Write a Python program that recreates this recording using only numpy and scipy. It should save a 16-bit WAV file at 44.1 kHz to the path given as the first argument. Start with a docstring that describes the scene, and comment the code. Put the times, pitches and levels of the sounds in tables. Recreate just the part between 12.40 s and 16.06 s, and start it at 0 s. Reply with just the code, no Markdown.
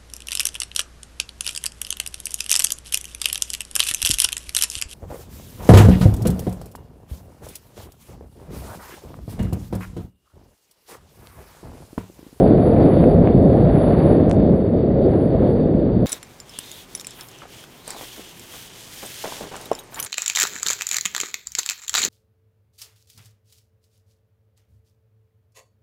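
"""Wind on a paraglider's pole camera

Air streams past a camera held out on a pole in flight. Turbulence on the housing makes a dull roar over
low buffeting, topped by a rough rush and a faint hiss; it all eases as the airflow drops. A few big eddies
boom, two hard buffets crack on the microphone, and a dry click comes with a brief rattle of thin ticks."""
import sys
import numpy as np
from scipy.fft import rfft, irfft, next_fast_len
from scipy.io import wavfile
from scipy.ndimage import uniform_filter1d, minimum_filter1d, map_coordinates

SR = 44100
rng = np.random.default_rng(int(sys.argv[2]) if len(sys.argv) > 2 else 0)


def store_wav(level_fs):
    """Save 16-bit WAV to argv[1]."""
    pcm = np.round(np.clip(np.atleast_2d(level_fs), -1, 1) * 32767)
    wavfile.write(sys.argv[1], SR, pcm.T.astype(np.int16))


N = 161406

# fader ride of the roar, before its trim (time [s], level [dB])
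ROAR_RIDE = [(0, -10), (0.14, -16), (0.46, -13.5), (0.57, -17), (0.67, -14), (0.8, -16), (1.17, -15.5),
             (1.32, -16), (1.62, -16.5), (1.74, -14), (1.86, -17.5), (2.04, -17), (2.22, -18.5),
             (2.55, -18), (2.65, -15.5), (2.77, -17.5), (2.86, -19.5), (3.03, -16), (3.18, -17.5),
             (3.45, -21), (3.66, -21)]
# fader ride of the low buffeting (time [s], level [dB])
BUFFET_RIDE = [(0, -16), (0.12, -14.5), (0.22, -18.5), (0.4, -13.5), (0.5, -14), (0.79, -13.5), (0.87, -17),
               (0.95, -13.5), (1.2, -15), (1.3, -13), (1.42, -16.5), (1.87, -15), (2.1, -14.5),
               (2.22, -19.5), (2.65, -18.5), (3.08, -16.5), (3.19, -18), (3.66, -17)]
# strength of the fast airflow; drives the rush, the hiss and the roar's brightness (time [s], level [dB])
AIRFLOW = [(0, -35.5), (0.16, -37), (0.5, -33.5), (0.78, -38.5), (0.87, -35.5), (0.97, -39), (1.24, -37),
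           (1.38, -33.5), (1.72, -34.5), (1.85, -38), (2.24, -42.5), (2.56, -42.5), (2.66, -40), (2.8, -40),
           (2.9, -42), (3.01, -39), (3.3, -43), (3.66, -44)]
# dull low-mid tone of the roar (frequency [Hz], relative level [dB])
ROAR_EQ = [(40, -20), (140, -10), (270, 2), (400, 1), (550, -1.5), (680, -6), (790, -16.5), (920, -25.5),
           (1300, -47), (2500, -86.5), (5000, -120)]
# bass weight of the buffeting (frequency [Hz], relative level [dB])
BUFFET_EQ = [(15, -22.5), (28, -17), (48, -3.5), (75, -3), (110, -0.5), (160, 1), (230, -1), (330, -12),
             (600, -34.5), (1200, -88.5), (4000, -120)]
# midrange tone of the rush (frequency [Hz], relative level [dB])
RUSH_EQ = [(400, -22), (800, 1.5), (1050, -1.5), (1400, -7), (1950, -11), (2500, -18.5), (3300, -24),
           (4600, -29), (5300, -85.5)]
# twin treble peaks of the hiss (frequency [Hz], relative level [dB])
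HISS_EQ = [(1500, -21), (2800, -2), (3600, 13.5), (4100, 2), (4650, 13), (5100, -41.5), (9000, -57)]
# big eddies that boom (time [s], pitch [Hz], level [dB])
BOOM_CUES = [(.12, 260.3, -15), (.46, 310, -12.5), (.79, 176.4, -11.5), (.95, 149.4, -10.5),
             (1.27, 197.4, -16), (2.1, 169.7, -15)]
# hard buffets on the microphone (time [s], body level [dB])
THUMP_CUES = [(0.6407, -7.5), (0.8742, -6)]
# thin ticks around the click (time [s], level before the low cut [dB])
TICK_CUES = [(1.8973, -17.5), (1.9293, -23), (1.9453, -30)]

ROAR_TRIM_DB, RUSH_TRIM_DB = 0.5, -1.5
ROAR_BRIGHTEN = .011  # share by which the roar's frequencies rise per dB of flow
BOOM_WIDTH_S, BOOM_WANDER = .03, .12  # wander is a share of the pitch
THUMP_WIDTH_S, CRACK_WIDTH_S, CRACK_DB = .00053, .00015, -11.5  # crack level against the thump's body
CLICK_S, CLICK_DB, CLICK_DECAY_S, CLICK_HIGH_CUT_HZ = 1.9133, -9.5, .0012, 12000
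TICK_LOW_CUT_HZ, RUSTLE_DB, RUSTLE_WIDTH_S = 4700, -55.5, .019
HISS_DB, HISS_GROWTH = -57, 0.55  # level at mean flow; dB gained per dB of flow
SIZZLE_DB, SIZZLE_GROWTH, SIZZLE_HZ, SIZZLE_WIDTH_HZ = -65.5, 2, 10135, 300
MASTER_HIGH_CUT_HZ = 10700


def roar(gust_db):
    """Small eddies on the housing make a dull roar that brightens as the flow picks up."""
    read_position = np.cumsum(1 + ROAR_BRIGHTEN * gust_db)  # faster reading lifts the whole spectrum
    eddies = map_coordinates(noise(ROAR_EQ, size=2 * N), [read_position])
    return amp(ROAR_TRIM_DB + curve(ROAR_RIDE)) * eddies * flutter(rate=70, depth_db=0.88)


def buffeting():
    """Large eddies push on the housing and give the wind its low end."""
    return amp(curve(BUFFET_RIDE)) * noise(BUFFET_EQ)


def booms():
    """Each big eddy swells and throbs briefly at a wandering pitch."""
    out = np.zeros(N)
    for time_s, hz, db in BOOM_CUES:
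        cycles = np.cumsum(hz * (1 + BOOM_WANDER * wobble(rate=80))) / SR
        out += amp(db) * swell(time_s, BOOM_WIDTH_S) * np.sin(2 * np.pi * cycles)
    return out


def thumps():
    """Each hard buffet is one short suction with a cracking crest and a rebound on either side."""
    t = np.arange(N) / SR
    out = np.zeros(N)
    for time_s, db in THUMP_CUES:
        for width_s, gain in [(THUMP_WIDTH_S, 1), (CRACK_WIDTH_S, amp(CRACK_DB))]:
            offset = (t - time_s) / width_s
            out -= amp(db) * gain * (1 - offset ** 2) * np.exp(-offset ** 2 / 2)
    return out


def click():
    """A dry click: a sudden step that leaks away without ringing."""
    age_s = np.arange(N) / SR - CLICK_S
    step = (age_s >= 0) * np.exp(-np.abs(age_s) / CLICK_DECAY_S)
    return -amp(CLICK_DB) * filtered(step, lambda hz: 1 / (1 + 1j * hz / CLICK_HIGH_CUT_HZ))


def ticks():
    """Thin ticks just before and after the click, over a soft rustle; a steep low cut leaves only treble."""
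    centre_s = np.mean(TICK_CUES, axis=0)[0]
    out = amp(RUSTLE_DB) * swell(centre_s, RUSTLE_WIDTH_S) * rng.standard_normal(N)
    for time_s, db in TICK_CUES:
        out[round(time_s * SR)] += amp(db)
    return filtered(out, lambda hz: 1 - np.exp(-(hz / TICK_LOW_CUT_HZ) ** 8))


def rush(flow_db):
    """Fast airflow lays a rough rush in the band just above the roar."""
    return amp(RUSH_TRIM_DB + flow_db) * noise(RUSH_EQ) * flutter(rate=140, depth_db=1.5)


def hiss(gust_db):
    """A faint hiss of air and a thin sizzle far above it; both grow with the flow."""
    white = rng.standard_normal(N)
    high_band = unit(filtered(white, lambda hz: np.exp(-.5 * ((hz - SIZZLE_HZ) / SIZZLE_WIDTH_HZ) ** 2)))
    air = amp(HISS_DB + HISS_GROWTH * gust_db) * noise(HISS_EQ) * flutter(rate=22, depth_db=1.75)
    sizzle = amp(SIZZLE_DB + SIZZLE_GROWTH * gust_db) * high_band * flutter(rate=11, depth_db=4.0)
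    return air + sizzle


def amp(db):
    """Decibels to gain."""
    return 10 ** (np.asarray(db) / 20)


def unit(x):
    """Scale to rms 1."""
    return x / np.sqrt(np.mean(x ** 2) + 1e-20)


def curve(rows):
    """An automation line, one value per sample, from (time [s], level [dB]) rows."""
    return np.interp(np.arange(N) / SR, *np.transpose(rows))


def swell(time_s, width_s):
    """A bell-shaped fade in and out around time_s."""
    return np.exp(-.5 * ((np.arange(N) / SR - time_s) / width_s) ** 2)


def wobble(rate):
    """Smooth random modulation with `rate` points a second."""
    return map_coordinates(rng.standard_normal(size=2048), [np.arange(N) * rate / SR], mode="wrap")


def flutter(rate, depth_db):
    """Quick random gain of rms 1 from passing eddies."""
    return unit(amp(depth_db * wobble(rate)))


def filtered(x, response):
    """Equalise x with a gain given as a function of frequency."""
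    padded = next_fast_len(len(x) + 8192)
    return irfft(rfft(x, padded) * response(np.fft.rfftfreq(padded, 1 / SR)), padded)[:len(x)]


def noise(eq, size=N):
    """Noise of rms 1, coloured by (frequency [Hz], relative level [dB]) rows."""
    points_hz, db = np.transpose(eq)
    white = rng.standard_normal(size)
    return unit(filtered(white, lambda hz: amp(np.interp(np.log(hz + 1), np.log(points_hz), db))))


def scene():
    """Wind, with one dry click and a few thin ticks around it."""
    flow_db = curve(AIRFLOW)
    gust_db = flow_db - flow_db.mean()
    wind = buffeting() + booms() + roar(gust_db) + rush(flow_db) + hiss(gust_db) + thumps()
    return (wind + click() + ticks())[None]


def record(dry):
    """A fast limiter holds the gusts to full scale, then a brick-wall high cut takes off the top."""
    window = 177  # samples, 4 ms
    needed_gain = 1 / np.maximum(1, np.abs(dry[0]))
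    smooth_gain = uniform_filter1d(minimum_filter1d(needed_gain, size=window), size=window)
    return filtered(dry[0] * smooth_gain, lambda hz: hz < MASTER_HIGH_CUT_HZ)[None]


dry = scene()
out = record(dry)
store_wav(out)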